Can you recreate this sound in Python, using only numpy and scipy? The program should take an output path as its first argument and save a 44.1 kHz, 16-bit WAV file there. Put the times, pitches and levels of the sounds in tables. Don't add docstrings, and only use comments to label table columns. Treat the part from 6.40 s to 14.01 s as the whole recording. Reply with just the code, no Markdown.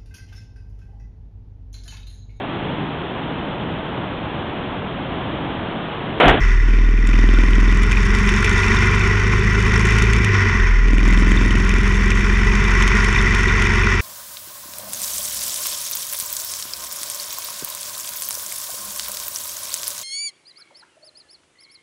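import sys
import numpy as np
from scipy import signal
from scipy.fft import rfft, irfft
from scipy.io import wavfile
from scipy.ndimage import uniform_filter1d

SR = 44100
rng = np.random.default_rng(int(sys.argv[2]) if len(sys.argv) > 2 else 0)


def unload_audio(sound):
    columns = np.transpose(np.atleast_2d(sound))
    steps = np.round(np.clip(columns, -1, 1) * 32767)
    wavfile.write(sys.argv[1], SR, steps.astype(np.int16))


N = 335601
TIME = np.arange(N) / SR
BINS = np.fft.rfftfreq(16384, 1 / SR)

# time_s, crank_hz
REVS = [(0, 42.82), (0.16, 38.36), (0.31, 39.54), (0.58, 39.51), (1.3, 41.94), (2.27, 47.45), (3.32, 52.86),
        (3.77, 54.66), (3.88, 51.09), (4.38, 40.19), (4.48, 40.73), (5.5, 43.9), (6.04, 44.79),
        (7.32, 46.26), (7.61, 46.34)]
# time_s, opening
THROTTLE = [(0, 0.16), (.22, 0.2), (.3, 0.47), (.62, 0.4), (.7, 0.59), (1.3, 0.78), (2.05, 0.89),
            (2.8, 0.55), (3.45, .95), (3.82, 0.57), (3.88, 0.06), (4.42, 0.19), (4.475, .8), (4.75, 1),
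            (5.5, .9), (6.5, 0.75), (7.61, 0.6)]
# pitch_hz, width_hz, level_db
CASING_MODES = [(733, 140, -22.5), (1036, 110, -7), (1165, 165, -11), (1428, 85, -4), (1550, 190, -8.5),
                (1953, 154, 1), (2354, 116, -4.5), (2633, 63, -8), (2970, 320, -15.5), (3550, 240, -18.5),
                (4390, 370, -25), (4803, 120, -20.5), (5404, 118, -14.5), (5690, 310, -19),
                (6314, 494, -20), (7470, 195, -25.5), (7980, 960, -36), (9250, 280, -33.5),
                (10430, 710, -44), (11560, 205, -55), (12800, 920, -52.5)]
# start_s, level_db
SHARP_TICKS = [(0.6714, -27), (1.4333, -26), (1.5184, -24.5), (1.7492, -26), (1.8908, -22.5),
               (2.0446, -20.5), (3.5848, -23.5), (3.6227, -21), (3.7337, -23), (3.8452, -20), (5.292, -26),
               (6.4238, -21), (6.4776, -21.5), (6.6448, -22.5), (6.9484, -21.5), (7.2215, -21)]
# pitch_hz, t60_s, level_db
PING_MODES = [(1439, 0.037, -1), (1962, 0.083, 1), (2070, 0.038, -2.5), (2427, 0.022, 6),
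              (3580, 0.039, -5.5)]
# time_s, level_db
CLATTER_RIDE = [(0.0, -25), (0.06, -24.5), (0.19, -30), (0.57, -33), (0.74, -27.5), (1.38, -26),
                (2.31, -19), (3.01, -23), (3.5, -20.5), (3.81, -23.5), (4.03, -19.5), (4.54, -29.5),
                (4.68, -24.5), (5.11, -25), (6.12, -22.5), (6.46, -19.5), (7.5, -20), (7.61, -20.5)]
# frequency_hz, level_db
RATTLE_FORCE = [(500, -18.5), (2000, -12), (3500, -2), (5400, -10), (6500, -2.5), (11000, 4.5), (14000, -2)]
CHAIN_FORCE = [(500, -31), (2500, -9.5), (4000, -4), (5400, 4.5), (7500, 0), (9300, 4.5), (11000, -19),
               (14000, 0)]
VALVE_FORCE = [(500, -1.5), (1000, 2), (2000, 0), (3500, -0.5), (5400, -4.5), (7500, -14), (14000, -6)]
SNAP_FORCE = [(500, 4), (1200, -2.5), (2000, 5.5), (3000, 15), (4500, 5.5), (7000, -11.5), (14000, -3)]
# pitch_hz, width_hz, level_db
INTAKE_MODES = [(234, 47, 1), (298.6, 46, -1), (375, 27, -10.5), (544, 230, -20.5)]
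# multiple_of_cycle_rate, level_db
LOPE_HARMONICS = [(3, -27.5), (5, -27.5), (6, -28), (7, -31.5), (8, -38), (10, -42.5)]
# frequency_hz, gain_db
PIPE_EQ = [(60, -1), (120, -4), (140, -17), (160, -3.5), (185, 1.5), (215, 4), (260, -20)]
# pitch_hz, width_hz, level_db
SILENCER_MODES = [(382.1, 39.7, 3), (425, 19, -0.5), (547, 370, -35.5)]
# crank_hz, boom_db, drone_db, pipe_tone_db
EXHAUST_BALANCE = [(38.7, -10.5, -29, -48), (39.9, -11.5, -37.5, -38), (41.54, -10.5, -29.5, -26),
                   (42.9, -13.5, -26, -28), (45.46, -16.5, -25.5, -25.5), (46.37, -20.5, -22, -35),
                   (48.2, -19.5, -19.5, -23.5), (50.3, -20, -20.5, -45), (57, -13.5, -20, -54)]
# crank_hz, lag_turns
BOOM_LAG = [(39, 0.486), (44, 0.23), (46, 0.48), (49, 0.33), (54.5, 0.77)]


def amp(db):
    return 10 ** (np.asarray(db) / 20)


def curve(table):
    return np.interp(TIME, *np.transpose(table))


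def steady(x, span_s=0.41):
    size = int(span_s * SR / 2)
    power = uniform_filter1d(uniform_filter1d(x * x, size), size)
    return x / np.sqrt(abs(power) + 1e-20)


def wander(hz):
    rolloff = np.exp(-(np.fft.rfftfreq(N, 1 / SR) / hz) ** 2)
    drift = irfft(rfft(rng.standard_normal(N)) * rolloff, N)
    return drift / drift.std()


def ring(x, modes, force=((1, 0), (2, 0))):
    power = sum(amp(db) ** 2 / (1 + ((BINS - hz) / width) ** 2) ** 2 for hz, width, db in modes)
    force_hz, force_db = np.transpose(force)
    gain = np.sqrt(power) * amp(np.interp(np.log(BINS + 1), np.log(force_hz), force_db))
    log_gain = np.log(np.r_[gain, gain[-2:0:-1]] + 1e-6)
    response = np.fft.ifft(np.exp(np.conj(signal.hilbert(log_gain)))).real[:len(BINS)]
    return signal.oaconvolve(x, response / abs(response).max())[:N]


def blows(times, sizes):
    inside = (times > 0) & (times < TIME[-1])
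    return np.bincount((times[inside] * SR).astype(int), sizes[inside], N)


def chatter(hits, decay_ms):
    envelope = signal.lfilter([1], [1, -np.exp(-1000 / (decay_ms * SR))], hits)
    return envelope * rng.standard_normal(N)


def each_cycle(cycle, place, jitter_ms, spread_db):
    times = np.interp(np.arange(int(cycle[-1]) + 1) + place, cycle, TIME)
    late, size = rng.standard_normal((len(times), 2)).T
    return blows(times + late * jitter_ms / 1000, amp(spread_db * size))


def cam_strikes(cycle, count, jitter_ms, spread_db):
    return sum(each_cycle(cycle, (k + rng.random()) / count, jitter_ms, spread_db) for k in range(count))


def firings(cycle, place, rear_db, jitter_ms, spread_db):
    front = each_cycle(cycle, place, jitter_ms, spread_db)
    rear = each_cycle(cycle, place + 315 / 720, jitter_ms, spread_db)
    return front + amp(rear_db) * rear


def coasting(below_opening=0.63):
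    return np.clip(1 - curve(THROTTLE) / below_opening, 0, 1)


def with_revs(full_db, knee_hz, db_per_hz):
    return amp(full_db - db_per_hz * np.maximum(knee_hz - curve(REVS), 0))


def with_throttle(range_db, cruise_opening=0.8):
    return amp(range_db * (curve(THROTTLE) - cruise_opening))


def with_clatter(level_db, slope, reference_db=-22):
    return amp(level_db + slope * (curve(CLATTER_RIDE) - reference_db))


def wind():
    gusts = amp(-28.5 + 1.7 * wander(hz=4))
    rumble = ring(rng.standard_normal(N), [(33, 11, 0), (85, 45, -20)])
    return gusts * steady(rumble, span_s=1)


def rattle(cycle, ticks_per_s=170):
    sizes = amp(1.8 * np.minimum(rng.exponential(1, N), 2.5))
    hits = sizes * (rng.random(N) < ticks_per_s / SR)
    spray = steady(ring(chatter(hits, decay_ms=1.6), CASING_MODES, RATTLE_FORCE))
    jolts = firings(cycle, place=0.7, rear_db=-5, jitter_ms=0.8, spread_db=4)
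    knocks = steady(ring(chatter(jolts, decay_ms=2), CASING_MODES, RATTLE_FORCE), span_s=0.52)
    shake = amp(np.maximum(curve(REVS) - 52.2, 0))
    loose_metal = amp(-4.5) * spray + amp(-5.5) * shake * knocks
    return loose_metal * with_clatter(-33, slope=0.96) * with_throttle(18.6)


def sharp_ticks():
    start_s, level_db = np.transpose(SHARP_TICKS)
    hits = blows(start_s, amp(level_db - 2))
    return ring(chatter(hits, decay_ms=3.2), CASING_MODES, RATTLE_FORCE)


def backlash(cycle):
    slaps = amp(3 * np.cos(2 * np.pi * 4 * cycle)) * rng.standard_normal(N)
    cover = steady(ring(slaps, [(1910, 140, 8), (1450, 94, -5)]))
    return cover * with_revs(-24, knee_hz=44, db_per_hz=1.2) * coasting()


def pings(cycle):
    t = np.arange(SR // 10) / SR
    sound = np.zeros(N)
    for hz, t60, db in PING_MODES:
        strikes = cam_strikes(cycle, count=2, jitter_ms=1.505, spread_db=8)
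        ping = amp(db - 60 * t / t60) * np.sin(2 * np.pi * hz * t)
        sound += signal.oaconvolve(strikes, ping)[:N]
    return steady(sound, span_s=1)


def chain_hiss(swell):
    hiss = steady(ring(swell * rng.standard_normal(N), CASING_MODES, CHAIN_FORCE))
    return hiss * with_clatter(-39.5, slope=1.1) * with_throttle(-0.5)


def clatter(cycle):
    knocks = cam_strikes(cycle, count=12, jitter_ms=0.07, spread_db=1)
    swell = amp(0.23 * np.cos(2 * np.pi * (2 * cycle - 0.55)) + 2.2 * wander(hz=112))
    churn = swell * rng.standard_normal(N)
    drive = amp(-5.5) * steady(knocks) + steady(churn)
    metal = steady(ring(drive, CASING_MODES, VALVE_FORCE)) + amp(-8.5) * pings(cycle)
    valves_db = curve(CLATTER_RIDE) - coasting()
    return steady(metal) * amp(valves_db) + chain_hiss(swell)


def intake(cycle):
    gulps = firings(cycle, place=0.69, rear_db=-8.5, jitter_ms=0.16, spread_db=2.2)
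    snaps = firings(cycle, place=0.695, rear_db=-9, jitter_ms=0.15, spread_db=1.5)
    body = steady(ring(gulps, INTAKE_MODES))
    bite = steady(ring(chatter(snaps, decay_ms=1.3), CASING_MODES, SNAP_FORCE))
    throttle = curve(THROTTLE)
    shut_db = 17.5 * np.maximum(1 - throttle / 0.66, 0)
    knee_hz = 37.26 + 5.4 * throttle
    fade_db = np.clip(6 * (curve(REVS) - knee_hz), 0, 16)
    return (body + amp(-10.5) * bite) * amp(-24.5 - shut_db - fade_db)


def lope(cycle):
    cycle_hz = curve(REVS) / 2
    sound = np.zeros(N)
    for multiple, level_db in LOPE_HARMONICS:
        pipe_db = np.interp(multiple * cycle_hz, *np.transpose(PIPE_EQ))
        waver_db = 1.2 * wander(hz=6)
        delay = 0.72 + 0.055 * (multiple - 3)
        sound += amp(level_db + pipe_db + waver_db) * np.cos(2 * np.pi * multiple * (cycle - delay))
    return np.sqrt(2) * sound * with_throttle(7.5)


def exhaust_notes(crank):
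    crank_hz = curve(REVS)
    table_hz, *levels_db = np.transpose(EXHAUST_BALANCE)
    boom_gain, drone_gain, tone_gain = (amp(np.interp(crank_hz, table_hz, db)) for db in levels_db)
    sink_db = 6.5 + 1.5 * np.maximum(crank_hz - 44.3, 0)
    boom_gain *= with_throttle(-6.5) * amp(-sink_db * coasting())
    drone_gain *= with_throttle(0.5) * amp(4.5 * coasting())
    tone_gain *= with_throttle(18)
    lag_turns = np.interp(crank_hz, *np.transpose(BOOM_LAG))
    boom = boom_gain * np.cos(2 * np.pi * (crank - lag_turns))
    drone = drone_gain * np.cos(2 * np.pi * 2 * crank)
    pipe_tone = tone_gain * np.cos(2 * np.pi * (4.5 * crank - 0.48))
    return np.sqrt(2) * (boom + drone + pipe_tone)


def exhaust(cycle):
    crank = 2 * cycle
    surge = amp(3.2 * np.cos(2 * np.pi * (crank - 0.3)))
    turbulence = steady(ring(surge * rng.standard_normal(N), [(210.7, 30.4, -3), (121.4, 23.4, -4)]))
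    turbulence *= with_revs(-27, knee_hz=44.9, db_per_hz=1.5)
    pulses = firings(cycle, place=0.52, rear_db=-6.5, jitter_ms=0.3, spread_db=2.5)
    thuds = steady(ring(pulses, SILENCER_MODES))
    breath = steady(ring(surge * rng.standard_normal(N), SILENCER_MODES))
    puffs = steady(thuds + amp(4) * breath)
    puffs *= with_revs(-28, knee_hz=47.07, db_per_hz=1.06) * with_throttle(1.5)
    return exhaust_notes(crank) + turbulence + puffs


def scene():
    cycle = np.cumsum(curve(REVS)) / SR / 2
    gas = exhaust(cycle) + lope(cycle) + intake(cycle)
    metal = clatter(cycle) + backlash(cycle) + rattle(cycle) + sharp_ticks()
    return (gas + metal + wind())[None]


def record(dry, low_cut_hz=17, high_cut_hz=15170):
    low_cut = signal.butter(3, low_cut_hz, "highpass", fs=SR, output="sos")
    high_cut = signal.firwin(511, high_cut_hz, window=("kaiser", 9), fs=SR)
    sound = signal.sosfilt(low_cut, dry) * signal.windows.tukey(N, 0.001)
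    return signal.oaconvolve(sound, high_cut[None], "same")


dry = scene()
out = record(dry)
unload_audio(out)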